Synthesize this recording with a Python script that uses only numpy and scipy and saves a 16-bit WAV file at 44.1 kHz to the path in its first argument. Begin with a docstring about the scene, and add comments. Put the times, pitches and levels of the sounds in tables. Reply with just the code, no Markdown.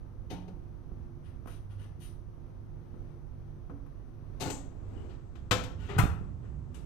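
"""The glass door of a small countertop oven swings up with a loud clack and shuts against its frame.
Before that, a metal tray is nudged along its rails, a knob is turned and the tray is pushed home.
Each knock or scrape makes the metal case, door or tray ring, and the kitchen adds a short echo.
Dry metal squeals briefly, and shocks thud through the cabinet. The hand-held stereo microphone
picks up bumps and rumble from the grip, a faint rustle, steady air noise and a low appliance hum."""
import sys
import numpy as np
from scipy import signal
from scipy.fft import rfft, irfft
from scipy.io import wavfile

SR = 44100
rng = np.random.default_rng(int(sys.argv[2]) if len(sys.argv) > 2 else 0)


def generate_wav(sig):
    """Save sig (samples, or channels by samples) to the path in sys.argv[1] as 16-bit PCM at SR."""
    pcm = np.round(np.clip(np.atleast_2d(sig).T, -1, 1) * 32767).astype(np.int16)
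    wavfile.write(sys.argv[1], SR, pcm)


N = 302085
TIME = np.arange(N) / SR
SPAN = 32768  # samples set aside for one short sound
SPAN_HZ = np.maximum(np.arange(SPAN // 2 + 1) * SR / SPAN, 1)

# the microphone's right side faces away from the oven: pitch_hz, gain_db (against the left)
RIGHT_SIDE_SHADE = [(60, 8.5), (130, 0), (500, -3), (900, -7), (1600, -16.5), (3200, -18), (5000, -17.5),
                    (7500, -31), (9300, 0), (11000, -6), (14000, -19)]
# tone of the rubbing at the knob and the door handle: pitch_hz, gain_db
RUB_TONE = [(115, 4), (400, -13.5), (1340, 1), (3900, -4.5), (6000, -9), (9500, -6), (14000, -19.5)]


def from_db(db):
    """Turn decibels into a gain."""
    return 10 ** (np.asarray(db) / 20)


def unit(x):
    """Scale a sound to an energy of one."""
    return x / np.sqrt(np.sum(x ** 2, axis=-1, keepdims=True) + 1e-20)


def at_hz(points, hz, column=1):
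    """Read between the rows of a table, with pitch counted in octaves."""
    points = np.array(points)
    return np.interp(np.log(hz), np.log(points[:, 0]), points[:, column])


def colour(x, points, column=1):
    """Filter a sound to follow a tone curve in dB."""
    cepstrum = irfft(np.log(from_db(at_hz(points, SPAN_HZ, column))))
    # folding onto the first half keeps the filter from ringing before a hit
    cepstrum[1:SPAN // 2] *= 2
    cepstrum[SPAN // 2 + 1:] = 0
    kernel = irfft(np.exp(rfft(cepstrum)))[:SPAN // 8]
    kernel = kernel.reshape((1,) * (x.ndim - 1) + (-1,))
    return signal.oaconvolve(x, kernel, axes=-1)[..., :x.shape[-1]]


def add(out, start_s, sound):
    """Mix a stereo sound in at a given time."""
    start = max(round(start_s * SR), 0)
    out[:, start:start + sound.shape[1]] += sound[:, :N - start]


def drift(per_s):
    """A slow random wobble, about one in size."""
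    return np.interp(TIME * per_s, np.arange(1000), rng.standard_normal(1000))


def noise_pair(size, alike):
    """Left and right white noise; alike is the share they have in common."""
    common = np.sqrt(alike) * rng.standard_normal(size)
    return common + np.sqrt(1 - alike) * rng.standard_normal((2, size))


def room_air():
    """Steady, mostly deep noise fills the kitchen."""
    # the air noise on each side: pitch_hz, level_db (per Hz)
    left_tone = [(20, -80), (40, -71.5), (70, -76.5), (115, -73), (200, -82), (400, -91), (700, -93),
                 (1200, -95), (1700, -105), (2600, -112), (5000, -118), (6000, -118), (10000, -126),
                 (14000, -128)]
    right_tone = [(20, -66), (40, -56.5), (70, -62.5), (115, -65.5), (200, -77.5), (400, -84.5), (700, -95),
                  (1200, -101), (1700, -110), (2600, -120), (5000, -121), (6000, -120), (10000, -125),
                  (14000, -128)]
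    left, right = noise_pair(N, alike=0.22) * np.sqrt(SR / 2)
    return np.array([colour(left, left_tone), colour(right, right_tone)])


def appliance_hum(waver_db=4.0):
    """An appliance hums in a few low, wavering tones."""
    # the tones of the hum: pitch_hz, level_db (before wavering)
    tones = [(100, -52), (147, -58.5), (250, -66), (347, -65.5)]
    hum = 0
    for hz, db in tones:
        peak = np.sqrt(2) * from_db(db + waver_db * drift(7))
        hum = hum + peak * np.sin(2 * np.pi * hz * TIME + drift(6))
    return hum


def hand_movement(resting_rustle_db=-60.5, rumble_left_db=-11.0, flutter_db=3.5):
    """With each move the grip rumbles, mostly on the right; arm and door rustle faintly."""
    # the arm reaches for the knob, takes the door, shuts it and pulls back:
    # middle_s, half_length_s, rumble_db, rustle_db
    gestures = [(.8, 1.0, -50.5, -64), (4.8, 0.44, -49, -55), (6.03, 0.36, -34, -56.5),
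                (6.7, 0.21, -41, -68.5)]
    # tone of the rumble and of the rustle: pitch_hz, gain_db
    rumble_tone = [(20, -28.5), (50, 7), (75, 7), (130, -0.5), (220, -11), (500, -34), (1500, -82)]
    rustle_tone = [(100, -0.5), (300, 4), (600, -6), (1300, -14.5), (3000, -26), (6000, -35), (8000, -33),
                   (10000, -44.5)]
    rumble_power, rustle_power = 0, from_db(resting_rustle_db) ** 2
    for middle_s, half_length_s, rumble_db, rustle_db in gestures:
        swell = np.exp(-((TIME - middle_s) / half_length_s) ** 2)
        rumble_power = rumble_power + swell * from_db(rumble_db) ** 2
        rustle_power = rustle_power + swell * from_db(rustle_db) ** 2
    rumble = np.sqrt(N) * unit(colour(noise_pair(N, alike=0.91), rumble_tone))
    rumble *= from_db([[rumble_left_db], [0]])
    left, right = np.sqrt(N) * unit(colour(noise_pair(N, alike=0.38), rustle_tone))
    rustle = np.array([left, colour(right, RIGHT_SIDE_SHADE)]) * from_db(flutter_db * drift(7.7))
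    return rumble * np.sqrt(rumble_power) + rustle * np.sqrt(rustle_power)


def low_ring(hz, fade_s, db, pan_db):
    """One tone that falls by 60 dB in fade_s; a negative pan_db moves it right."""
    t = TIME[:SPAN]
    sides = from_db([[db + pan_db / 2], [db - pan_db / 2]])
    return sides * np.sin(2 * np.pi * hz * t) * from_db(-60 * t / fade_s)


def grip_bumps(cycles=2.17):
    """The hand bumps the microphone's right side; each bump dies within a few cycles."""
    # bumps of the hand: start_s, pitch_hz, level_db
    bumps = [(0.918, 200, -38), (1.46, 280, -31), (2.941, 262, -39), (6.038, 107, -11.5), (6.055, 149, -16),
             (6.212, 141, -28), (6.444, 325, -41)]
    out = np.zeros((2, N))
    for start_s, hz, db in bumps:
        add(out, start_s, low_ring(hz, cycles / hz, db, pan_db=-18))
    return out


def cabinet_thuds(fall_db_per_octave=25):
    """A shock wakes the cabinet's low tones, most of all those near its own pitch."""
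    # low tones of the cabinet on the counter: pitch_hz, gain_db, fade_s
    tones = [(106, 0, 0.2), (180, -1, 0.96), (281, 1, 0.64), (503, -4.5, 0.26)]
    # shocks that shake it: start_s, pitch_hz, level_db
    shocks = [(.321, 177, -37), (3.715, 288, -43.5), (4.51, 281, -44), (5.512, 112, -21),
              (5.513, 455, -23.5), (5.966, 106, -18.5), (5.996, 111, -16)]
    out = np.zeros((2, N))
    for start_s, shock_hz, shock_db in shocks:
        for hz, gain_db, fade_s in tones:
            db = shock_db + gain_db - fall_db_per_octave * abs(np.log2(hz / shock_hz))
            add(out, start_s, low_ring(hz, fade_s, db, pan_db=-0.5))
    return out


def kitchen_echo(build_s=0.0015):
    """Reflections build up quickly and die sooner in the treble."""
    # time the echo takes to fall by 60 dB: pitch_hz, fade_s
    fades = [(100, 1), (260, 0.62), (700, 0.56), (1840, 0.43), (4850, 0.37), (12800, 0.3)]
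    t, echo = TIME[:SPAN], 0
    spectrum = rfft(noise_pair(SPAN, alike=0.45))
    edges_hz = np.geomspace(20, SR / 2, 13)
    for low, high in zip(edges_hz, edges_hz[1:]):
        band = irfft(spectrum * ((SPAN_HZ >= low) & (SPAN_HZ < high)))
        echo = echo + band * from_db(-60 * t / at_hz(fades, np.sqrt(low * high)))
    return unit(echo * (1 - np.exp(-t / build_s)))


def tap_sound(tones, bands, click_db, panel_fade_s, ring_db, echo_db, longest_fade_s=0.49):
    """How a part answers one tap: a click, a noisy burst from its panels, ringing tones and the echo."""
    t, ring = TIME[:SPAN], 0
    click = from_db(click_db) * (t == 0)
    panels = unit(noise_pair(SPAN, alike=0.25) * from_db(-60 * t / panel_fade_s))
    for hz, db, fade_s in tones:
        start_db = db + 7.0 * np.log2(hz / 1000)  # higher tones gain 7 dB per octave
        fade = from_db(start_db - 60 * t / min(fade_s, longest_fade_s))
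        ring = ring + fade * np.sin(2 * np.pi * hz * t) * rng.choice([-1, 1])
    tap = unit(click + panels + from_db(ring_db) * ring + from_db(echo_db) * kitchen_echo())
    # clusters of close tones lift a few broad bands
    lift = sum(from_db(db) * signal.lfilter(*signal.iirpeak(hz, hz / width_hz, fs=SR), tap)
               for hz, width_hz, db in bands)
    return unit(tap + lift)


def knock(length_s, bounce=0.75, count=4):
    """A hit breaks up into quick rebounds, which spread it in time but keep its tone."""
    spectrum = 1
    for gap_s in length_s * np.geomspace(.06, .4, count) * rng.uniform(.8, 1.2, count):
        delay = np.exp(-2j * np.pi * SPAN_HZ * round(gap_s * SR) / SR)
        spectrum = spectrum * (delay - bounce) / (1 - bounce * delay)  # all-pass filter
    return unit(irfft(spectrum))


def scrape(length_s, hits_per_s=2500, spread_db=1.5, rise_share=0.18):
    """Tiny, uneven hits swell and then stop, heard as a scrape or a hiss."""
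    progress = TIME[:SPAN] / length_s
    swell = np.minimum(progress / rise_share, 1) / (1 + progress ** 8)
    sizes = from_db(spread_db * np.minimum(rng.exponential(1, SPAN), 4))
    signs = rng.choice([-1, 1], SPAN)
    hits = rng.random(SPAN) < hits_per_s / SR
    return unit(sizes * signs * hits * swell)


def twist(length_s):
    """A turn of the knob is a finer scrape that swells more slowly."""
    return scrape(length_s, hits_per_s=4000, spread_db=-0.2, rise_share=0.35)


def contacts(events, motion, tone, tap):
    """Each event sets a part ringing; a harder one is brighter."""
    out = np.zeros((2, N))
    hz, tone_db = np.transpose(tone)
    for start_s, length_s, level_db, hardness in events:
        curve_db = level_db + tone_db + hardness * np.log2(hz / 1000)
        force = colour(motion(length_s), np.column_stack([hz, curve_db]))
        add(out, start_s, signal.fftconvolve(tap, force[None], axes=1)[:, :SPAN])
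    return out


def metal_squeals():
    """Dry metal slips and sings around one pitch, and the kitchen carries it on."""
    # first the tray's rim, then the hinge: start_s, length_s, pitch_hz, width_hz, level_db
    slips = [(0.295, 0.019, 2900, 2400, -47), (4.499, 0.021, 7230, 1880, -41),
             (4.935, 0.054, 2990, 200, -64), (5.088, 0.025, 4300, 1400, -68),
             (5.888, 0.045, 2600, 2000, -51.5)]
    out = np.zeros((2, N))
    for start_s, length_s, hz, width_hz, db in slips:
        peak = signal.iirpeak(hz, hz / width_hz, fs=SR)
        squeal = signal.lfilter(*peak, signal.lfilter(*peak, scrape(length_s)))
        echoed = unit(signal.fftconvolve(kitchen_echo(), squeal[None], axes=1))
        add(out, start_s, from_db(db) * np.sqrt(length_s * SR) * echoed)
    return out


def knob(case_tap, front_tap):
    """The knob knocks against the case and rubs on its shaft, which sounds through the front panel; two sharp
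    clicks among the knocks come from the hand bumping the microphone."""
    # its knocks and turns, where the knocks at 0.917 s and 2.941 s are the sharp clicks of the hand bumping the
    # microphone: start_s, length_s, level_db, hardness_db_per_octave
    knocks = [(.917, 0.0024, -19.5, -5), (1.458, 0.0031, -13, 2), (1.473, 0.0062, -6.5, 4),
              (2.941, 0.0018, -19.5, -2.5), (3.697, .006, -8.5, -1), (3.864, 0.0021, -19.5, 3)]
    turns = [(1.225, 0.062, -17.5, -2.5), (1.455, 0.086, -15.5, 1), (1.69, 0.041, -16.5, -2.5),
             (1.775, 0.069, -13, -2), (1.99, 0.073, -17.5, 3)]
    # tone of a knock: pitch_hz, gain_db
    knock_tone = [(115, 16.5), (400, 8), (1340, -3.5), (3900, -28.5), (11300, -36)]
    return contacts(knocks, knock, knock_tone, case_tap) + contacts(turns, twist, RUB_TONE, front_tap)


def tray():
    """The metal tray rings as it catches and scrapes on its rails; a faint hiss leads into one catch."""
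    # its ringing tones, before tap_sound tilts and shortens them: pitch_hz, level_db, fade_s
    tones = [(178.2, 7.5, 1.9), (380, -6, 0.68), (756, -9.5, 0.57), (910, -2, 1.0), (1202, -15, 0.72),
             (1430, -0.5, 0.22), (1715, -8, 0.22), (2840, -3.5, 0.052), (3120, -50, 0.23), (3220, -28, 0.6),
             (3640, -59, 0.18), (4200, -11, 0.083)]
    # its broad resonances: pitch_hz, width_hz, level_db
    bands = [(280, 5.7, 10), (795, 160, -2.5), (2970, 1100, -40), (7540, 1500, 4.5)]
    # it catches on the rails: start_s, length_s, level_db, hardness_db_per_octave
    catches = [(.304, 0.013, -5, -1.5), (.48, .006, -15, -4), (4.407, 0.01, 0.5, 0.5),
               (4.418, 0.0089, 1, -.5), (4.502, .0042, -4.5, 1.5)]
    # scrapes, and in the second row a faint hiss swelling just before the tray catches: same columns
    noises = [(.308, 0.031, -5, -3), (4.398, .02, -7, 3), (4.415, 0.095, 7, 0), (4.505, 0.051, -15, 1.5)]
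    # tone of a catch and of those noises: pitch_hz, gain_db
    catch_tone = [(115, 0.5), (400, 8.5), (750, 6.5), (1500, -2.5), (3900, -1), (11300, -15)]
    noise_tone = [(115, 9.5), (400, 7), (900, 2.5), (1700, -5), (3900, -6.5), (11300, -22.5)]
    tap = tap_sound(tones, bands, click_db=0.0, panel_fade_s=0.044, ring_db=-42.5, echo_db=-0.5)
    return contacts(catches, knock, catch_tone, tap) + contacts(noises, scrape, noise_tone, tap)


def door_handle(front_tap):
    """Fingers rub on the handle as they shift and let go."""
    # brushes of the fingers: start_s, length_s, level_db, hardness_db_per_octave
    brushes = [(6.42, 0.055, -15, -7.5), (6.741, 0.014, -13, 0)]
    return contacts(brushes, scrape, RUB_TONE, front_tap)


def door_hinge(case_tap, front_tap):
    """As the door swings up, the hinge drags, ticks, snaps over with a clack and rebounds."""
    # its drags and snaps: start_s, length_s, level_db, hardness_db_per_octave
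    drags = [(4.93, 0.073, -17.5, -4.5), (5.09, 0.031, -17, 2), (5.78, .12, -8, 3.5), (5.885, 0.03, 2, 0.5),
             (5.93, 0.11, 0.5, -0.5)]
    snaps = [(5.355, .009, -15.5, -2.5), (5.511, 0.011, 17.5, -0.5), (5.637, .004, -9.5, 2)]
    # tone of a drag and of a snap: pitch_hz, gain_db
    drag_tone = [(115, 11), (380, 2), (650, -2), (1340, 3), (3900, -12.5), (11300, -36.5)]
    snap_tone = [(115, 1), (400, 0.5), (1340, -0.5), (3900, -1.5), (11300, -19.5)]
    return contacts(drags, scrape, drag_tone, front_tap) + contacts(snaps, knock, snap_tone, case_tap)


def door_slam():
    """The glass door touches its frame, then slams home and rings."""
    # its ringing tones, before tap_sound tilts and shortens them: pitch_hz, level_db, fade_s
    tones = [(400, -2.5, 0.39), (455, -6.5, 0.9), (644, -16, 0.63), (709, -1.5, 0.39), (808, -4, 0.53),
             (940, -5, 0.58), (1015, 1, 0.16), (1194, -7.5, 0.25), (1427, -9, 0.26), (1880, -15, 0.39),
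             (2110, 0, 0.081), (2500, -8, 0.08), (2520, -20, 0.47), (2460, -16, 0.33), (2810, -17.5, 0.34),
             (3160, -16, 0.22), (3467, -25, 0.28), (3628, -14, 0.27), (3620, -14, 0.32), (4200, -14, 0.29)]
    # its broad resonances: pitch_hz, width_hz, level_db
    bands = [(180, 41, -1.5), (1210, 51, -6), (1345, 103, 5.5), (2680, 390, 1), (8500, 420, -4)]
    # the touch and the slam: start_s, length_s, level_db, hardness_db_per_octave
    hits = [(5.982, .0026, 4, -0.5), (5.986, .008, 16.5, 0)]
    # tone of a hit: pitch_hz, gain_db
    hit_tone = [(115, 14), (400, -3), (1340, 2.5), (3900, -14.5), (11300, -16)]
    tap = tap_sound(tones, bands, click_db=0.5, panel_fade_s=0.033, ring_db=-41.5, echo_db=-1.0,
                    longest_fade_s=0.45)
    return contacts(hits, knock, hit_tone, tap)


def oven(lowest_hz=75):
    """Tray, knob and door together; so small a case gives off little deep bass."""
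    # the sheet-metal case's tones, before tap_sound tilts and shortens them: pitch_hz, level_db, fade_s
    tones = [(280, -11, 0.37), (502, -6, 0.68), (680, -5, 0.88), (818, -11, 0.93), (1048, 2.5, 0.058),
             (1256, -6, 0.14), (1560, -50, 2.4), (1770, -10, 0.19), (2110, -54.5, 1.3), (2370, -17, 0.31),
             (2970, -16.5, 0.24), (3290, -27, 0.14), (4030, -31.5, 0.45), (5500, -31, 0.77),
             (6720, -40, 0.68), (7208, -32, 1.1)]
    # broad resonances of the case and of its front panel: pitch_hz, width_hz, level_db
    case_bands = [(287, 29, -1), (501, 32, 1.5), (1080, 99, -6.5), (1330, 110, 3), (1517, 62, -6),
                  (2480, 77, -3), (3150, 150, -5.5), (7150, 790, -4.5)]
    front_bands = [(423, 58, 8.5), (2820, 300, -4.5), (3900, 240, -14.5)]
    case = tap_sound(tones, case_bands, click_db=2.0, panel_fade_s=0.076, ring_db=-40.0, echo_db=-0.5)
    front = tap_sound(tones, front_bands, click_db=-5.0, panel_fade_s=0.032, ring_db=-41.5, echo_db=4.5)
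    door = door_slam() + door_hinge(case, front) + door_handle(front)
    parts = door + tray() + knob(case, front) + metal_squeals()
    bass_cut = signal.butter(2, lowest_hz, "high", fs=SR, output="sos")
    left, right = signal.sosfilt(bass_cut, parts)
    return np.array([left, colour(right, RIGHT_SIDE_SHADE)])


def scene(soften_hz=1100):
    """Everything that reaches the microphone, with the thuds and bumps softened."""
    soften = signal.butter(2, soften_hz, "low", fs=SR, output="sos")
    shocks = signal.sosfilt(soften, cabinet_thuds() + grip_bumps())
    return oven() + shocks + hand_movement() + room_air() + appliance_hum()


def record(dry, change_s=4.427, blend_s=0.079, cutoff_hz=15800):
    """A dip in the treble fills in partway through; the very top is cut off."""
    # tone of the treble: pitch_hz, before_db, after_db
    treble = [(5470, -1, -0.5), (6000, 4, 2), (7040, -10, 1), (8280, -11.5, 4), (7940, -0.5, 5.5),
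              (9270, 0, -7), (11600, -0.5, -1), (13700, 4, -1.5), (15600, -17, -9.5)]
    filled = np.clip((TIME - change_s) / blend_s + .5, 0, 1)
    sound = (1 - filled) * colour(dry, treble, column=1) + filled * colour(dry, treble, column=2)
    top_cut = signal.ellip(10, .2, 80, cutoff_hz, fs=SR, output="sos")
    return signal.sosfilt(top_cut, sound)


dry = scene()
out = record(dry)
generate_wav(out)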